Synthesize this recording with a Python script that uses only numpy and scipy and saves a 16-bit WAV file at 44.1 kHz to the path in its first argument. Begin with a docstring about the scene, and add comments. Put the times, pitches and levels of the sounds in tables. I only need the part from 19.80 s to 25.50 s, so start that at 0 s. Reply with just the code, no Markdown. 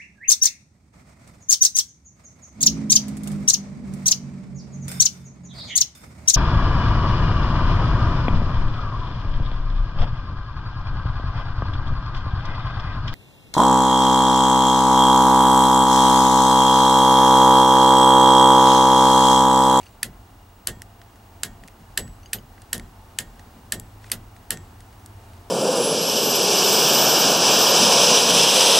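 """Over the low hum of a garage, a hand slides onto the turn-signal lever of a parked car's open column.
From 0.2 s it flicks the lever up, back, down and back, twice over. Each time a detent scrapes over its
cam and snaps home; springs and plate ring, the column thumps and the cabin answers. Loose parts tick
in between. From 3.7 s the hum swells and stays up. The lever goes up at 4.3 s and back at 4.7 s;
a few ticks and soft slides of the hand end the scene."""
import sys
import numpy as np
from scipy import signal
from scipy.fft import rfft, irfft
from scipy.io import wavfile
from scipy.ndimage import uniform_filter1d

SR = 44100
rng = np.random.default_rng(int(sys.argv[2]) if len(sys.argv) > 2 else 0)


def wav_record(signal):
    """Record a signal, one row per channel, as 16-bit PCM in the file named by sys.argv[1]."""
    frames = np.transpose(np.atleast_2d(signal))
    bounded = np.clip(frames, -1, 1)
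    # unit amplitude maps onto the largest positive 16-bit level
    quanta = np.round(bounded * 32767).astype(np.int16)
    wavfile.write(sys.argv[1], SR, quanta)


N = 251370
TIME = np.arange(N) / SR
EVENT_TIME = TIME[:SR * 3 // 4]
UP, DOWN, CENTRE = 0, 1, 2  # lever notches


def undb(db):
    """Decibels to gain."""
    return 10 ** (np.asarray(db) / 20)


def unit_energy(x):
    """Scale to unit energy."""
    return x / np.sqrt(np.sum(x ** 2))


def pan_right(db):
    """Stereo gains: left down, right up by db."""
    return undb([[-db], [db]])


def decay(t60, t=EVENT_TIME):
    """Exponential decay, 60 dB in t60 seconds."""
    return np.exp(-np.log(1000) * t / t60)


def ring(hz, t60):
    """One struck mode."""
    return np.sin(2 * np.pi * hz * EVENT_TIME) * decay(t60)


def swell(centre_s, half_s):
    """Gaussian envelope."""
    return np.exp(-((TIME - centre_s) / half_s) ** 2)


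def add(out, start_s, x):
    """Mix x into out from start_s on."""
    i = max(int(start_s * SR), 0)
    out[:, i:i + x.shape[-1]] += x[..., :N - i]


def colour(x, points, db_per_oct=0):
    """Filter by (f/Hz, level/dB) points and a tilt about 5 kHz, flat below 1 kHz."""
    hz, db = np.transpose(points)
    f = np.maximum(np.fft.rfftfreq(x.shape[-1], 1 / SR), 1)
    curve_db = np.interp(np.log(f), np.log(hz), db)
    tilt_db = db_per_oct * np.log2(np.maximum(f, 1000) / 5000)
    return irfft(rfft(x) * undb(curve_db + tilt_db), x.shape[-1])


def stereo_noise(n, width):
    """White noise; width is the side/mid ratio."""
    mid, side = rng.standard_normal((2, n))
    return np.array([mid + width * side, mid - width * side])


def drift(rate_hz):
    """Smooth random curve, spread near 1."""
    step = int(SR / rate_hz)
    held = np.repeat(rng.standard_normal(N // step + 1), step)
    return uniform_filter1d(held, step)[:N]


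def diffuse(table, length_s):
    """Dense response: each third octave of noise builds up and dies at its own rate."""
    hz, *columns = np.transpose(table)
    t = EVENT_TIME[:int(length_s * SR)]
    f = np.fft.rfftfreq(len(t), 1 / SR)
    mid, side = rfft(rng.standard_normal((2, len(t))))
    edges = np.geomspace(hz[0] / 2 ** (1 / 6), hz[-1], int(3 * np.log2(hz[-1] / hz[0])) + 2)
    out = 0
    for lo, hi in zip(edges, edges[1:]):
        db, rise_s, t60, width = (np.interp(np.log(lo * hi) / 2, np.log(hz), c) for c in columns)
        spectrum = np.array([mid + width * side, mid - width * side])
        band = irfft(spectrum * ((f >= lo) & (f < hi)), len(t))
        build_up = 1 - np.exp(-(t / rise_s) ** 2)
        out = out + undb(db) * band * build_up * decay(t60, t)
    return out


# Garage noise spectrum: f/Hz, relative level/dB
AIR_SPECTRUM = [(12, -31), (20, -19.5), (38, 0), (59, -7.5), (98, -3), (119, -11), (137, -18), (225, -13.5),
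                (266, -15.5), (549, -22.5), (788, -16.5), (2270, -32.5), (2760, -33.5), (14300, -40.5),
                (15500, -42)]


def garage_air(start_db=-49, rise_db_per_s=0.33):
    """Rumble and fan-like air noise, slowly rising."""
    mid, side = colour(rng.standard_normal((2, N)), AIR_SPECTRUM)
    side = colour(side, [(30, -50), (70, -61), (150, -22), (600, -8), (2500, -2), (6000, -6.5),
                         (12000, -23.5)])
    level_db = start_db + rise_db_per_s * TIME + 0.47 * drift(3.42)
    return np.array([mid + side, mid - side]) / np.std(mid) * undb(level_db)


# Hum and whine tones: f/Hz, base rms level/dB, waver/dB
HUM_TONES = [(87.5, -62, 3.5), (106.7, -59, 4), (695, -69, 4), (785, -76, 3), (892, -71, 5),
             (15735, -68.5, 2)]


def garage_hum(rise_at_s=3.7, rise_s=0.73, rise_db=8):
    """Wavering hum and thin electronic whine; the low tones swell once and stay up."""
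    boost_db = rise_db * np.clip((TIME - rise_at_s) / rise_s, 0, 1)
    out = 0
    for hz, db, waver_db in HUM_TONES:
        detune_hz = 0.78 * waver_db * drift(14)
        phase = 2 * np.pi * (hz * TIME + np.cumsum(detune_hz) / SR)
        level_db = db + waver_db * drift(7) + boost_db * (hz < 200)
        out = out + np.sqrt(2) * np.sin(phase) * undb(level_db)
    return out


def electronic_chirp(hz=2830, pulse_hz=29.97, db=-67.5):
    """Faint pulsing tone with unsteady phase."""
    gate = (0.5 + 0.5 * np.cos(2 * np.pi * pulse_hz * TIME)) ** 2
    phase = 2 * np.pi * hz * TIME + 1.6 * drift(70)
    return undb(db) * np.sqrt(2) * gate * np.sin(phase)


# Sliding plastic spectrum: f/Hz, relative level/dB
SLIDE_SPECTRUM = [(800, -17), (2000, 6.5), (5000, -1.5), (9000, -0.5), (15000, -16)]
# Column bump spectrum: f/Hz, relative level/dB
BUMP_SPECTRUM = [(40, -12), (120, 1), (220, 4.5), (330, -9.5), (700, -14), (3000, -60)]
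# Longer hand slides: centre t/s, half length/s, level/dB
HAND_SLIDES = [(0.023, 0.098, -56.5), (4.264, .035, -57.5), (5.182, 0.061, -65), (5.51, .1, -62.5)]


def hand(press_lead_s=0.06, nudge_delays_s=(0.212, 0.383)):
    """Plastic slides unevenly as the hand loads each throw and nudges the column after a down throw."""
    slide = colour(stereo_noise(N, 0.2), SLIDE_SPECTRUM) * undb(4 * drift(300))
    bump = colour(stereo_noise(N, 0.029), BUMP_SPECTRUM)
    presses = sum(swell(s - press_lead_s, half_s=0.041) for s, *_ in LEVER_THROWS)
    downs_s = [s for s, notch, *_ in LEVER_THROWS if notch == DOWN]
    nudges = sum(swell(s + delay_s, half_s=0.032) for s in downs_s for delay_s in nudge_delays_s)
    long_slides = sum(undb(db) * swell(s, half_s) for s, half_s, db in HAND_SLIDES)
    slide_gain = long_slides + undb(-69) * presses + undb(-67) * nudges
    bump_gain = undb(-58.5) * presses + undb(-50) * nudges
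    return slide_gain * slide / np.std(slide) + bump_gain * bump / np.std(bump)


# Pivot modes: f/Hz, t60/s, relative level/dB
PIVOT_MODES = [(2950, 0.024, 5.5), (3150, 0.046, -15), (4740, .05, -2.5), (6420, 0.054, -0.5)]
# Squeaks: t/s, level/dB, pitch ratio
PIVOT_SQUEAKS = [(0.031, -53.5, 0.96), (.066, -50, 0.95), (2.432, -51, 0.94), (2.459, -47, 1),
                 (2.586, -49.5, 1.03)]


def pivot_squeaks(spread_db=2.3):
    """The lever pivot rings briefly, its mode balance different each time."""
    out = np.zeros((2, N))
    for s, db, pitch in PIVOT_SQUEAKS:
        for hz, t60, mode_db in PIVOT_MODES:
            add(out, s, undb(db + mode_db + spread_db * rng.standard_normal()) * ring(hz * pitch, t60))
    return out


# Tick spectrum: f/Hz, relative level/dB
TICK_SPECTRUM = [(800, -43), (1400, 0), (1900, 9.5), (2400, -0.5), (3300, 0.5), (5500, -0.5), (8000, 0),
                 (11000, -4.5), (15000, -25)]
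# Clearer ticks: t/s, energy level/dB, tilt/(dB/oct)
LINKAGE_TICKS = [ (1.0186, -9, 2.5), (1.2152, -21, -1), (1.836, -19, -1), (1.8760, -20, 4),
                 (1.8822, -18.5, -4), (2.2770, -22, -2.5), (2.778, -23, -10), (2.8180, -20.5, 0.5),
                 (2.979, -10.5, 8), (2.996, -12, -2), (3.5936, -20, -2.5), (3.9974, -8, 11.5),
                 (4.242, -18.5, -9), (4.2985, -17, -2), (4.5636, -24, 0), (4.7717, -13.5, -1),
                 (5.0040, -21.5, 0), (5.2598, -15.5, 7.5)]


def loose_parts(faint_count=3, faint_db=-29, contact_at_0db_s=0.00029, db_per_doubling=6.5):
    """Play in the linkage ticks, with a faint cabin tail; softer contacts last longer."""
    out = np.zeros((2, N))
    faint_ticks = [(s, faint_db, 0) for s in rng.uniform(0, N / SR, size=faint_count)]
    for s, db, db_per_oct in LINKAGE_TICKS + faint_ticks:
        contact_s = contact_at_0db_s * 2 ** (-db / db_per_doubling)
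        envelope = np.exp(-EVENT_TIME / contact_s) + undb(-27) * decay(t60=0.08)
        envelope = np.roll(envelope, SR // 500)  # 2 ms for the filter's pre-ring
        tick = colour(stereo_noise(len(EVENT_TIME), 0.17) * envelope, TICK_SPECTRUM, db_per_oct)
        add(out, s - 0.001, undb(db) * unit_energy(tick))
    return out


# Cabin response: f/Hz, level/dB, rise/s, t60/s, side/mid ratio
CABIN_BANDS = [(616, -12, 0.014, 0.18, .45), (1110, -11.5, 0.0044, .13, 0.42), (1720, -3, 0.006, 0.14, 0.4),
               (2350, -2.5, 0.017, 0.073, .5), (2950, 0.5, 0.011, 0.092, .5),
               (5650, -8, 0.0068, 0.11, 0.45), (8000, 0.5, 0.014, 0.086, 0.13),
               (11700, 1, 0.015, 0.077, 0.05), (13000, -13, .008, 0.083, 0.12),
               (16100, -15, .008, .085, 0.13)]


def cabin_reflections():
    """The cabin answers a snap with dense, short reflections."""
    return diffuse(CABIN_BANDS, length_s=0.2)


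# Column bending modes: f/Hz, t60/s, level/dB
COLUMN_MODES = [(45.2, 0.99, -43.5), (106, 0.34, -40), (183.3, 0.26, -46.5), (235.1, 0.37, -41),
                (354.7, 0.19, -42.5), (493, 0.13, -47)]
# Dashboard shudder: f/Hz, relative level/dB, rise/s, t60/s, side/mid ratio
DASHBOARD_BANDS = [(25.5, 1, 0.041, 1, .01), (46, 0.5, 0.065, 0.59, .01), (71, -1.5, 0.059, 0.83, .02),
                   (109, 1.5, 0.042, 0.52, 0.029), (202, -1, 0.015, 0.43, 0.072),
                   (286, -9.5, 0.023, 0.48, 0.15), (477, -4.5, 0.0092, 0.21, 0.13),
                   (743, -8, 0.013, 0.23, 0.29), (1230, -23.5, 0.0048, 0.089, .35)]


def column_thump(rise_s=0.012, spread_db=0.5):
    """The heavy column takes a moment to start bending; the dashboard shudders with it."""
    modes = np.array([undb(db) * ring(hz, t60) for hz, t60, db in COLUMN_MODES])
    gains = undb(spread_db * rng.standard_normal(len(modes)))
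    bending = (gains @ modes) * (1 - np.exp(-EVENT_TIME / rise_s))
    return bending + undb(-17) * diffuse(DASHBOARD_BANDS, length_s=0.75)


def spring_twang(notch):
    """Up notch: the detent spring rings as a beating pair. Otherwise the return spring rings."""
    if notch == UP:
        return undb(-27) * (ring(hz=11980, t60=0.09) + ring(hz=12108, t60=0.09))
    return undb(-32) * ring(hz=7887, t60=0.36)


# Plate and lever modes: f/Hz, t60/s, level/dB per notch (up, down, centre)
STEEL_MODES = [ (1513, .35, -56, -55, -56), (1656, 0.12, -51, -36.5, -39), (1743, 0.081, -44, -49, -42),
               (1841, .25, -58, -42, -39.5), (1990, 0.43, -54, -64, -74), (2125, 0.075, -46, -36, -51),
               (2240, 0.32, -61, -55, -59), (2560, 0.049, -29, -44, -44), (3020, 0.072, -69, -46, -36.5),
               (3273, .33, -60, -54, -52), (3500, 0.055, -34, -43, -42), (3840, 0.058, -33.5, -37, -59),
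               (6045, .26, -68, -66, -55), (6584, .30, -68, -54, -61), (7402, .55, -72, -57, -57),
               (9960, .06, -39, -47, -39)]


def steel_ring(notch):
    """Struck plate and lever; each notch excites its own mix of modes."""
    return sum(undb(notch_db[notch]) * ring(hz, t60) for hz, t60, *notch_db in STEEL_MODES)


# Cam and housing modes: f/Hz, bandwidth/Hz, relative level/dB per notch (up, down, centre)
CAM_MODES = [ (1410, 490, -25, -20, -33), (1777, 215, -13.5, -12.5, -6.5), (3004, 700, -8, -5, -10.5),
             (3944, 1040, -13.5, -3, -8), (4374, 990, -5.5, 0.5, -3), (6090, 1900, -9, -6, -9),
             (7830, 1080, -6.5, 3.5, -1.5), (9020, 1200, 0, -1, -4.5), (10480, 1400, -3.5, -5, -4),
             (11770, 1400, -4.5, -7.5, -1), (13800, 1400, -18, -12, -29), (15400, 1500, -17, -22, -22)]


def cam_response(t, notch, db_per_oct, contact_s=0.00035):
    """Damped impulse response of cam and housing; the plastic yields briefly as the detent lands."""
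    out = 0
    for k, (hz, width_hz, *notch_db) in enumerate(CAM_MODES):
        pan = pan_right(1.3 / (1 + (hz / 3800) ** 4))  # low modes radiate to the right
        gain = (-1) ** k * width_hz * undb(notch_db[notch] + db_per_oct * np.log2(hz))
        out = out + pan * gain * np.sin(2 * np.pi * hz * t) * np.exp(-np.pi * width_hz * t)
    return unit_energy(out * (1 - np.exp(-t / contact_s)))


# Scrape force spectrum: f/Hz, relative level/dB
SCRAPE_SPECTRUM = [(800, 10.5), (1700, 10), (3500, -4), (8000, -3), (12000, -19)]
# Chatter force spectrum: f/Hz, relative level/dB
CHATTER_SPECTRUM = [(800, -16), (1700, 3), (3500, 2.5), (6000, 0.5), (15000, -2)]


def detent_snap(notch, scrape_s, scrape_db, chatter_db, db_per_oct):
    """The detent scrapes over the cam's crest, strikes the notch and chatters to rest."""
    t = EVENT_TIME[:SR // 20]
    since_strike = t - scrape_s
    grit = stereo_noise(len(t), 0.18)
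    scrape = colour(grit, SCRAPE_SPECTRUM) * (since_strike < 0) * undb(scrape_db - 24.5) * t / scrape_s
    rattle = undb(-23.5) * np.exp(-abs(since_strike) / 0.00074)
    settling = undb(chatter_db - 23) * np.exp(-abs(since_strike) / 0.0032)
    chatter = colour(grit, CHATTER_SPECTRUM) * (since_strike > 0.0003) * (rattle + settling)
    force = scrape + chatter
    force[:, int(scrape_s * SR)] += 1  # the strike
    return signal.fftconvolve(force, cam_response(t, notch, db_per_oct), axes=1)[:, :len(t)]


# Coupling by notch: scrape length/s, cabin gain/dB, steel gain/dB
NOTCH_COUPLING = {UP: (.0026, -1.6, 0), DOWN: (.0027, -0.91, 1.5), CENTRE: (.0029, 0.6, 0.71)}
# Throws: t/s, notch reached, then relative level/dB of strength, scrape, chatter, thump, spring
LEVER_THROWS = [ (0.2310, UP, -1, 7.5, 0.5, -1.5, -24), (0.8725, CENTRE, -0.5, 6, -7.5, 3.5, -21),
                (1.634, DOWN, -1.5, 5, -2, -0.5, -28), (2.1758, CENTRE, 0, 1, 6, 5.5, -4.5),
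                (2.5324, UP, -1.6, 4.5, 5, -0.5, 1.5), (2.931, CENTRE, 0.1, 3, -1.5, 5, -24),
                (3.3877, DOWN, -1, 3, -0.5, -2, -30), (3.922, CENTRE, -0.5, -12, 4, 3, -15),
                (4.3173, UP, 1, -1.5, 2, -0.5, -3), (4.7065, CENTRE, 0.5, -2.5, -8.5, 3, -14)]


def lever(chatter_loss_db_per_db=0.2, chatter_dulling_per_oct=0.18):
    """Each throw snaps and shakes steel, spring, column and cabin; chatter softens and dulls the blow."""
    out = np.zeros((2, N))
    pan = pan_right(0.51)
    for s, notch, db, scrape_db, chatter_db, thump_db, spring_db in LEVER_THROWS:
        scrape_s, cabin_db, steel_db = NOTCH_COUPLING[notch]
        blow_db = db - chatter_loss_db_per_db * chatter_db
        db_per_oct = -0.34 - chatter_dulling_per_oct * chatter_db
        snap = detent_snap(notch, scrape_s, scrape_db, chatter_db, db_per_oct)
        add(out, s - scrape_s, undb(blow_db + 8) * snap)
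        add(out, s, undb(blow_db + steel_db) * pan * steel_ring(notch))
        add(out, s, undb(spring_db) * spring_twang(notch))
        add(out, s, undb(thump_db) * column_thump())
        add(out, s, undb(db + cabin_db - 16.5) * pan * cabin_reflections())
    return out


def scene():
    """Lever, linkage and hand over the garage background."""
    foreground = lever() + loose_parts() + pivot_squeaks() + hand()
    return foreground + garage_air() + garage_hum() + electronic_chirp()


def record(dry):
    """Soft-clip the peaks, then low-pass."""
    ceiling, cutoff_hz = 0.72, 15900
    rounded = ceiling * np.tanh(dry / ceiling)
    return signal.sosfilt(signal.ellip(8, 0.2, 70, cutoff_hz, fs=SR, output="sos"), rounded)


dry = scene()
out = record(dry)
wav_record(out)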